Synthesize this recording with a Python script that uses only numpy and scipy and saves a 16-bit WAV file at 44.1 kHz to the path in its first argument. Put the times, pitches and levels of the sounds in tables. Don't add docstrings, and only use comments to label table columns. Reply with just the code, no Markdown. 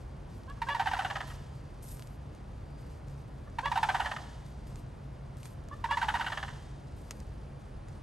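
import sys
import numpy as np
from scipy import signal
from scipy.fft import rfft, irfft, next_fast_len
from scipy.io import wavfile

SR = 44100
rng = np.random.default_rng(int(sys.argv[2]) if len(sys.argv) > 2 else 0)


def output_pcm(signal):
    pcm = np.clip(np.atleast_2d(signal).T, -1, 1) * 32767
    wavfile.write(sys.argv[1], SR, np.round(pcm).astype(np.int16))


def amplitude_ratio(level_db):
    exponent = np.asarray(level_db, float) / 20
    return 10 ** exponent


N = 354034


def at_hz(points, hz):
    return np.interp(np.log(hz), np.log(np.array(points)[:, 0]), np.array(points)[:, 1])


def rms_one(x):
    return x / np.sqrt(np.mean(x ** 2) + 1e-20)


def drift(rate_hz):
    r = np.exp(-80 * np.pi * rate_hz / SR)
    slow = signal.lfilter([1], [1, -2 * r, r * r], rng.standard_normal(N // 40 + 2002))[2000:]
    return np.interp(np.arange(N) / 40, np.arange(len(slow)), rms_one(slow))


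def resonate(x, hz, width_hz):
    r = np.exp(-np.pi * width_hz / SR)
    feedback = [1, -2 * r * np.cos(2 * np.pi * hz / SR), r * r]
    return signal.lfilter((1 - r * r) / 2 * np.array([1, 0, -1]), feedback, x + 1e-18)


def keep_band(x, order, edge_hz, kind):
    return signal.sosfilt(signal.butter(order, edge_hz, kind, fs=SR, output="sos"), x)


def coloured(spectrum_db, hz):
    return irfft(rfft(rng.standard_normal(2 * len(hz) - 2)) * amplitude_ratio(spectrum_db))[:N]


# f/Hz, level/dB per Hz
AIR_COLOUR = [(15, -45), (24, -30), (37, -0.5), (59, -2.5), (143, -5), (162, -11.5), (374, -21),
              (520, -21.5), (907, -26.5), (1940, -36), (4800, -46.5), (8000, -57), (10000, -46.5),
              (13000, -70)]
# f/Hz, side minus middle level/dB
AIR_WIDTH = [(30, -27), (110, -18.5), (200, -9.5), (400, -3.5), (800, 0), (1300, -2.5), (2100, -10),
             (3500, -53), (12000, -43)]
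# f/Hz, width/Hz, rms level/dB
MOTOR_HUM = [
    (58.3, 21, -54),
    (137.92, 5.1, -54.5),
    (208.4, 5.1, -64),
    (298, 3.4, -72),
]


def air():
    hz = np.fft.rfftfreq(next_fast_len(N // 2 + 1) * 2, 1 / SR) + 1
    mid = coloured(at_hz(AIR_COLOUR, hz), hz)
    side = coloured(at_hz(AIR_COLOUR, hz) + at_hz(AIR_WIDTH, hz), hz)
    level = amplitude_ratio(-45 + 0.15 * drift(2.8))
    both = level * (mid + side * [[1], [-1]]) / mid.std()
    white = rng.standard_normal(N)
    for f, width_hz, db in MOTOR_HUM:
        hum = resonate(resonate(white, f, width_hz), f, width_hz)
        both = both + amplitude_ratio(db) * rms_one(hum)
    return both


# middle t/s, half length/s, level/dB
BUZZ_SWELLS = [
    (1.58, .15, -75),
    (2.788, .14, -70),
    (4.5, .15, -77),
    (6.7, 0.13, -83),
    (7.16, .09, -74),
    (7.6, .25, -83),
]


def insects():
    t = np.arange(N) / SR
    buzz = resonate(resonate(rng.standard_normal(N), 4750, 260), 4750, 260)
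    swell = amplitude_ratio(-86)
    for middle_s, half_s, db in BUZZ_SWELLS:
        swell = swell + amplitude_ratio(db) * np.exp(-((t - middle_s) / half_s) ** 2)
    return swell * amplitude_ratio(-6.0 + 1.5 * drift(7.4)) * rms_one(buzz)


# start t/s, length/s, level/dB, top octave level/dB
STIRS = [(0.002, 0.0091, -73, -4), (0.303, 0.097, -76, -4), (1.274, .06, -70, 5), (1.829, 0.058, -67.5, 12),
         (1.89, 0.18, -75, 12), (2.33, 0.02, -80, -1), (2.78, 0.17, -77, 0), (3.076, 0.035, -74, 0.5),
         (3.183, .025, -85, 7), (4.455, 0.018, -82, 8), (4.677, 0.12, -75, 0), (5.373, 0.073, -77.5, 9),
         (5.434, 0.037, -69, 12), (5.734, 0.015, -82, 10), (6.967, 0.23, -78, 7), (7.194, .08, -84, 3),
         (7.4, .025, -88, 1.5), (7.596, .025, -80, 3), (7.88, .05, -76, -11)]


def stirring(calls):
    attack_s, release_s, scatter_s = 0.0075, 0.039, 0.092
    leaves_db, leaves_top_db = -76, -12
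    t = np.arange(N) / SR
    keep = np.exp(-1 / (scatter_s * SR))
    scatter = amplitude_ratio(-24.5) * np.sqrt(signal.lfilter([1 - keep], [1, -keep], calls ** 2 + 1e-18))
    body = amplitude_ratio(leaves_db) + scatter
    top = amplitude_ratio(leaves_db + leaves_top_db) + amplitude_ratio(-48) * scatter
    for s, length_s, db, top_db in STIRS:
        rise = np.clip((t - s) / attack_s + 1, 0, 1)
        shape = rise * np.exp(-np.maximum(t - s - length_s, 0) / release_s)
        body = body + amplitude_ratio(db) * shape
        top = top + amplitude_ratio(db + top_db) * shape
    return body, top


# t/s, peak level/dB, level of the part under 3.8 kHz/dB
TICK_EVENTS = [(0.4349, -53, 1), (0.4995, -46, 2), (1.918, -47, -7), (1.9706, -45, -1), (1.9952, -49, 8.5),
               (2.0234, -52, 9), (2.0732, -44, -1), (2.35, -50, -1), (3.0837, -55, 6), (3.4999, -58, -1),
               (4.4637, -48, -1), (4.6074, -66, 5), (4.6704, -49, 3), (4.758, -42, -3), (5.37, -41, -17),
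               (5.4314, -47, 6), (5.456, -40, 6), (5.6394, -50.5, -4), (5.6864, -49, 5.5),
               (7.109, -27.5, -2.5), (7.1105, -30, -2.5), (7.2026, -38.5, -16), (7.2694, -49, -7),
               (7.6194, -55, -3), (7.8853, -52, 4)]


def ticks():
    out, t = np.zeros(N), np.arange(900) / SR
    for s, db, knock_db in TICK_EVENTS:
        crackle = rng.standard_normal(900) * (0.65 * np.exp(-t / 0.00055) + 0.12 * np.exp(-t / 0.0095))
        snap = 3.5 * (t == 0) + crackle
        bright = keep_band(snap, 1, [4000, 9000], "band")
        knock = amplitude_ratio(knock_db + 9.0) * keep_band(snap, 1, [500, 3800], "band")
        out[round(s * SR):][:900] += amplitude_ratio(db - 4) * (bright + knock)
    return out


# f/Hz, level/dB per Hz
GRAIN_COLOUR = [(900, -56), (2500, 1), (5000, 3), (8000, -2.5), (11500, -5), (15000, -8)]


def rustle(calls, grains_per_s, grain_db):
    hz = np.fft.rfftfreq(512, 1 / SR) + 1
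    colour = signal.minimum_phase(np.roll(irfft(amplitude_ratio(2 * at_hz(GRAIN_COLOUR, hz))), 256)[1:])
    sizes = amplitude_ratio(grain_db * np.minimum(rng.exponential(1, N), 4)) * rng.choice([-1, 1], N)
    struck = rng.random(N) < grains_per_s / SR
    grains = rms_one(signal.lfilter(colour, 1, sizes * struck))
    body_gain, top_gain = stirring(calls)
    body = keep_band(grains, 4, 10300, "low")
    top = keep_band(grains, 4, 10300, "high")
    restless_top = top_gain * amplitude_ratio(8.0 + 3.4 * drift(9.2)) * top
    mid = amplitude_ratio(0.5 + 1.57 * drift(32)) * (body_gain * body + restless_top)
    apart = np.roll(grains, N // 2) - np.roll(body, N // 2) * (1 - amplitude_ratio(-6))
    side = amplitude_ratio(-16.5) * amplitude_ratio(3.8 * drift(9)) * top_gain * apart
    return mid + ticks() + side * [[1], [-1]]


# delay t/s, left level/dB, right level/dB
YARD_ECHOES = [
    (.0052, -12, -33),
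    (.0175, -10.5, -13),
    (.038, -19, -28),
    (.0715, -31, -11.5),
    (.104, -56, -22),
]
# f/Hz, time to fall 60 dB/s, level/dB
TAIL_BANDS = [(850, 0.94, 0), (1720, 0.99, -6), (4550, 1, 2), (8750, 0.9, 10.5)]


def yard(x, tail_db, wide_db):
    dull = signal.lfilter([.45], [1, -.55], x)
    out = np.array([x, x])
    for delay_s, *sides_db in YARD_ECHOES:
        lag = round(delay_s * SR)
        out[:, lag:] += amplitude_ratio(np.array(sides_db))[:, None] * dull[:-lag]
    t, tail = np.arange(SR) / SR, 0
    for hz, t60, db in TAIL_BANDS:
        hiss = keep_band(rng.standard_normal((2, SR)), 2, [hz / 1.49, hz * 1.26], "band")
        tail = tail + hiss * amplitude_ratio(db - 60 * t / t60) * (1 - np.exp(-t / 0.056))
    stirred = np.tanh(4 * drift(150))
    mid, side = signal.fftconvolve(x[None] * stirred, amplitude_ratio(tail_db) * tail, axes=1)[:, :N]
    side = keep_band(side, 3, 2500, "low")
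    return out + mid + amplitude_ratio(wide_db) * side * [[1], [-1]]


# start t/s, length/s, top of third overtone f/Hz, peak level/dB,
# lower overtones level/dB
TOOT_EVENTS = [
    (0.475, 0.048, 1690, -53.5, 2),
    (0.666, 0.075, 1742, -42, -0.5),
    (3.47, .017, 1800, -63, 8),
    (3.628, 0.062, 1716, -42, 1),
    (5.71, 0.039, 1782, -55, 8),
    (5.885, 0.07, 1743, -41, -2.5),
]
OVERTONES = [-12, 0.5, 1.5, -13.5, -7.5, -8.5, -20, -20, -29]


def toots():
    glide, glide_share = .13, .28
    swell_db, swell_share = 12.5, 0.43
    release_s, release_db = 0.006, 14
    low_at_edges_db, waver_db = 11, 2.5
    out, flutter = np.zeros(N), drift(80)
    for s, length_s, top_hz, peak_db, lower_db in TOOT_EVENTS:
        span = np.arange(round(s * SR), round((s + length_s) * SR))
        gone = (span / SR - s) / length_s
        left_s = (span[-1] - span) / SR
        third_hz = top_hz * (1 - glide * np.exp(-gone / glide_share))
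        early = np.clip(1 - gone / swell_share, 0, 1)
        closing = np.clip(1 - left_s / release_s, 0, 1)
        db = peak_db - swell_db * early - release_db * closing
        low_db = lower_db + low_at_edges_db * np.maximum(early, closing)
        phase = 2 * np.pi * np.cumsum(third_hz * (1 + flutter[span] / 150) / 3) / SR
        edge = np.clip(np.minimum(span - span[0], span[-1] - span) / (.005 * SR), 0, 1)
        for k, overtone_db in enumerate(OVERTONES, 1):
            effort_db = .5 * (db + 41.5) * (k > 3)
            waver = waver_db * flutter[span - 3000 * k]
            gain = amplitude_ratio(db + low_db * (k < 3) + effort_db + overtone_db + 3.5 + waver)
            out[span] += edge * gain * np.sin(k * phase + k * k)
    return out


def rattle(beats, pipe, rough, bright_db, kept, rise_ms, low_decay_db, upper_decay_db, fall, breath_db):
    upper, lowest, flow = np.zeros(N + 1), np.zeros(N + 1), np.zeros(N)
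    cycle = np.arange(40)
    for s, db, hz, length_ms in beats:
        timing, size = rng.standard_normal((2, 40))
        upper_db = bright_db - kept * (db + 30)
        late = np.clip(cycle / hz * 1000 / length_ms, 0, 1)
        uneven = rough * (.2 + late ** 2)
        dropped = np.clip((late - .55) / .2, 0, 1)
        period_ms = 990 / hz * (1 + .03 * late + fall * dropped) * np.exp(.16 * uneven * timing)
        t_ms = np.cumsum(period_ms) - period_ms[0] - 1.6
        burst_db = 3.5 * np.exp(-((t_ms - 3.37) / 2.1) ** 2)
        rise = np.clip((t_ms + 1.66) / rise_ms, 0, 1)
        stop = np.clip((length_ms - t_ms) / 0.39, 0, 1)
        shape = amplitude_ratio(db + burst_db) * rise * stop
        strength = shape * amplitude_ratio(5 * uneven * size) * (1 - .7 * uneven * (cycle % 2))
        place = (s + t_ms / 1000) * SR
        whole, part = place.astype(int), place % 1
        snap_db = 4 * np.exp(-cycle / 2.0)
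        upper_gain = amplitude_ratio(upper_db + upper_decay_db * late + snap_db)
        for train, gain in ((upper, upper_gain), (lowest, amplitude_ratio(low_decay_db * late))):
            np.add.at(train, whole, gain * strength * (1 - part))
            np.add.at(train, whole + 1, gain * strength * part)
        span = np.arange(whole[0], whole[-1])
        flow[span] += np.interp(span, place, shape * amplitude_ratio(upper_db + upper_decay_db * late))
    breath = amplitude_ratio(breath_db) * flow * rng.standard_normal(N)
    out = np.zeros(N)
    for k, (hz, width_hz, db) in enumerate(pipe):
        driven = lowest[:N] if k == 0 else upper[:N] + breath * hz / 4000
        out += (-1) ** k * amplitude_ratio(db) * resonate(driven, hz, width_hz)
    return keep_band(out, 4, 600, "high")


# t/s, peak level/dB, f/Hz, length/ms
LOW_BIRD_BEATS = [(0.796, -26, 767, 22), (0.87, -28.5, 771, 22.3), (0.933, -27, 769, 22.5),
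                  (0.99, -27.5, 767, 22.3), (1.047, -28, 752, 21), (3.757, -27, 763, 22.4),
                  (3.831, -32, 757, 22), (3.89, -27, 766, 22.3), (3.947, -28, 777, 21.4),
                  (4.002, -29.5, 745, 21.7), (6.015, -37, 783, 22), (6.087, -41, 756, 22),
                  (6.15, -33, 733, 22.9), (6.209, -37, 759, 22), (6.264, -38.5, 754, 22)]
# f/Hz, width/Hz, level/dB
LOW_BIRD_PIPE = [(813, 138, 6.5), (1230, 310, 2.5), (1584, 246, 3.5), (1904, 200, 1.5), (2250, 370, -11),
                 (2840, 380, -6), (3650, 1800, -19), (5560, 2000, -31), (11100, 1400, -41)]
# t/s, peak level/dB, f/Hz, length/ms
CROAK_BEATS = [(1.101, -27.5, 602, 14), (1.155, -28.5, 611.5, 18), (1.204, -31, 607, 13),
               (1.3, -53, 640, 25), (4.058, -27.5, 599, 18), (4.114, -27.5, 602, 13.4),
               (4.163, -30.5, 597, 11.2), (4.217, -71, 580, 6.5), (6.32, -28, 596, 16),
               (6.373, -28.5, 601, 15.2), (6.428, -30.5, 595, 12.4), (6.48, -43.5, 607, 14)]
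# f/Hz, width/Hz, level/dB
CROAKING_PIPE = [(777, 84, 8.5), (1000, 140, 6.5), (1276, 116, 2.5), (1700, 296, 3.5), (2240, 300, -19.5),
                 (2690, 410, -11.5), (3370, 760, -11.5), (4070, 520, -16.5), (6200, 2600, -44),
                 (11100, 1200, -48)]


def low_crane():
    beats = rattle(LOW_BIRD_BEATS, LOW_BIRD_PIPE, rough=0.61, bright_db=-2.4, kept=1, rise_ms=0.53,
                   low_decay_db=-11.5, upper_decay_db=-6.0, fall=0.186, breath_db=-13)
    croaks = rattle(CROAK_BEATS, CROAKING_PIPE, rough=0.7, bright_db=-5.5, kept=0.41, rise_ms=2.1,
                    low_decay_db=-5.5, upper_decay_db=-0.5, fall=0.043, breath_db=-17.5)
    return amplitude_ratio(28) * beats + amplitude_ratio(28.5) * croaks + toots()


# t/s, peak level/dB, f/Hz, length/ms
HIGH_BIRD_BEATS = [(0.618, -29.5, 933, 16.8), (0.687, -29, 959, 22), (0.747, -30, 954, 23.4),
                   (0.801, -31.5, 940, 30), (0.859, -30.5, 886, 30), (0.914, -31, 918, 15),
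                   (0.966, -36.5, 950, 18.5), (1.019, -39, 920, 16.5), (3.586, -28, 896, 13.8),
                   (3.656, -27, 968, 12.5), (3.716, -27, 932, 15.4), (3.774, -24.5, 928, 15.4),
                   (3.83, -22, 879, 16.7), (3.888, -25, 903, 15.6), (3.945, -28.5, 928, 17),
                   (3.997, -30.5, 904, 14), (4.046, -38, 970, 24), (5.841, -29, 955, 20.5),
                   (5.909, -26.5, 951, 19.7), (5.971, -27.5, 964, 17), (6.027, -27.5, 932, 22),
                   (6.084, -27, 864, 19.7), (6.14, -29.5, 938, 28), (6.196, -30.5, 934, 18.5),
                   (6.245, -36.5, 948, 12.6), (6.3, -41.5, 920, 13)]
# f/Hz, width/Hz, level/dB
HIGH_BIRD_PIPE = [(840, 370, 4.5), (1546, 500, -1), (1968, 180, -2.5), (2310, 336, -7.5),
                  (3170, 190, -11.5), (3880, 760, -20), (5600, 5400, -32), (10600, 11000, -39.5)]


def high_crane():
    return amplitude_ratio(27) * rattle(HIGH_BIRD_BEATS, HIGH_BIRD_PIPE, rough=0.53, bright_db=0.41, kept=0.21, rise_ms=1.3,
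                            low_decay_db=-7.5, upper_decay_db=-5.5, fall=0.087, breath_db=-19.5)


def scene():
    high, low = high_crane(), low_crane()
    calls = high + low
    cranes = yard(calls, tail_db=-41.5, wide_db=-9)
    lean = resonate(amplitude_ratio(-10.5) * high + amplitude_ratio(-6.5) * low, 960, 310)
    near = rustle(calls, grains_per_s=6500, grain_db=2.5)
    return cranes + lean * [[-1], [1]] + air() + insects() + near


# f/Hz, lead/radians
PORT_LEAD = [(100, 0), (450, .4), (1000, -.25), (1700, 0), (3100, -.6), (5600, -.7), (6300, 0), (7450, 0),
             (8000, -.8), (8400, 0), (8900, 0), (10150, 3.14), (10750, 3.14), (11700, 6.28)]


def swinging_ports(dry):
    size = next_fast_len(N + 4096)
    hz, spectrum = np.fft.rfftfreq(size, 1 / SR) + 1, rfft(dry, size)

    def turned(shift):
        lead = at_hz(PORT_LEAD, hz / np.where(hz > 9000, shift, 1))
        return irfft(spectrum * np.exp(lead / 2 * [[1j], [-1j]]), size)[:, :N]

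    before, after = turned(.99), turned(1.035)
    swung = np.clip((np.arange(N) / SR - 5.6) / 2.3, 0, 1)
    swung = np.clip(swung + 0.12 * drift(2.4), 0, 1)
    return before + swung * (after - before)


def top_cut(x):
    return signal.sosfilt(signal.butter(12, 12930, fs=SR, output="sos"), x)


def record(dry):
    ports = keep_band(swinging_ports(dry), 4, 34, "high")
    mix = signal.sosfilt(signal.cheby2(10, 50, 13300, fs=SR, output="sos"), ports)
    return top_cut(mix)


dry = scene()
out = record(dry)
output_pcm(out)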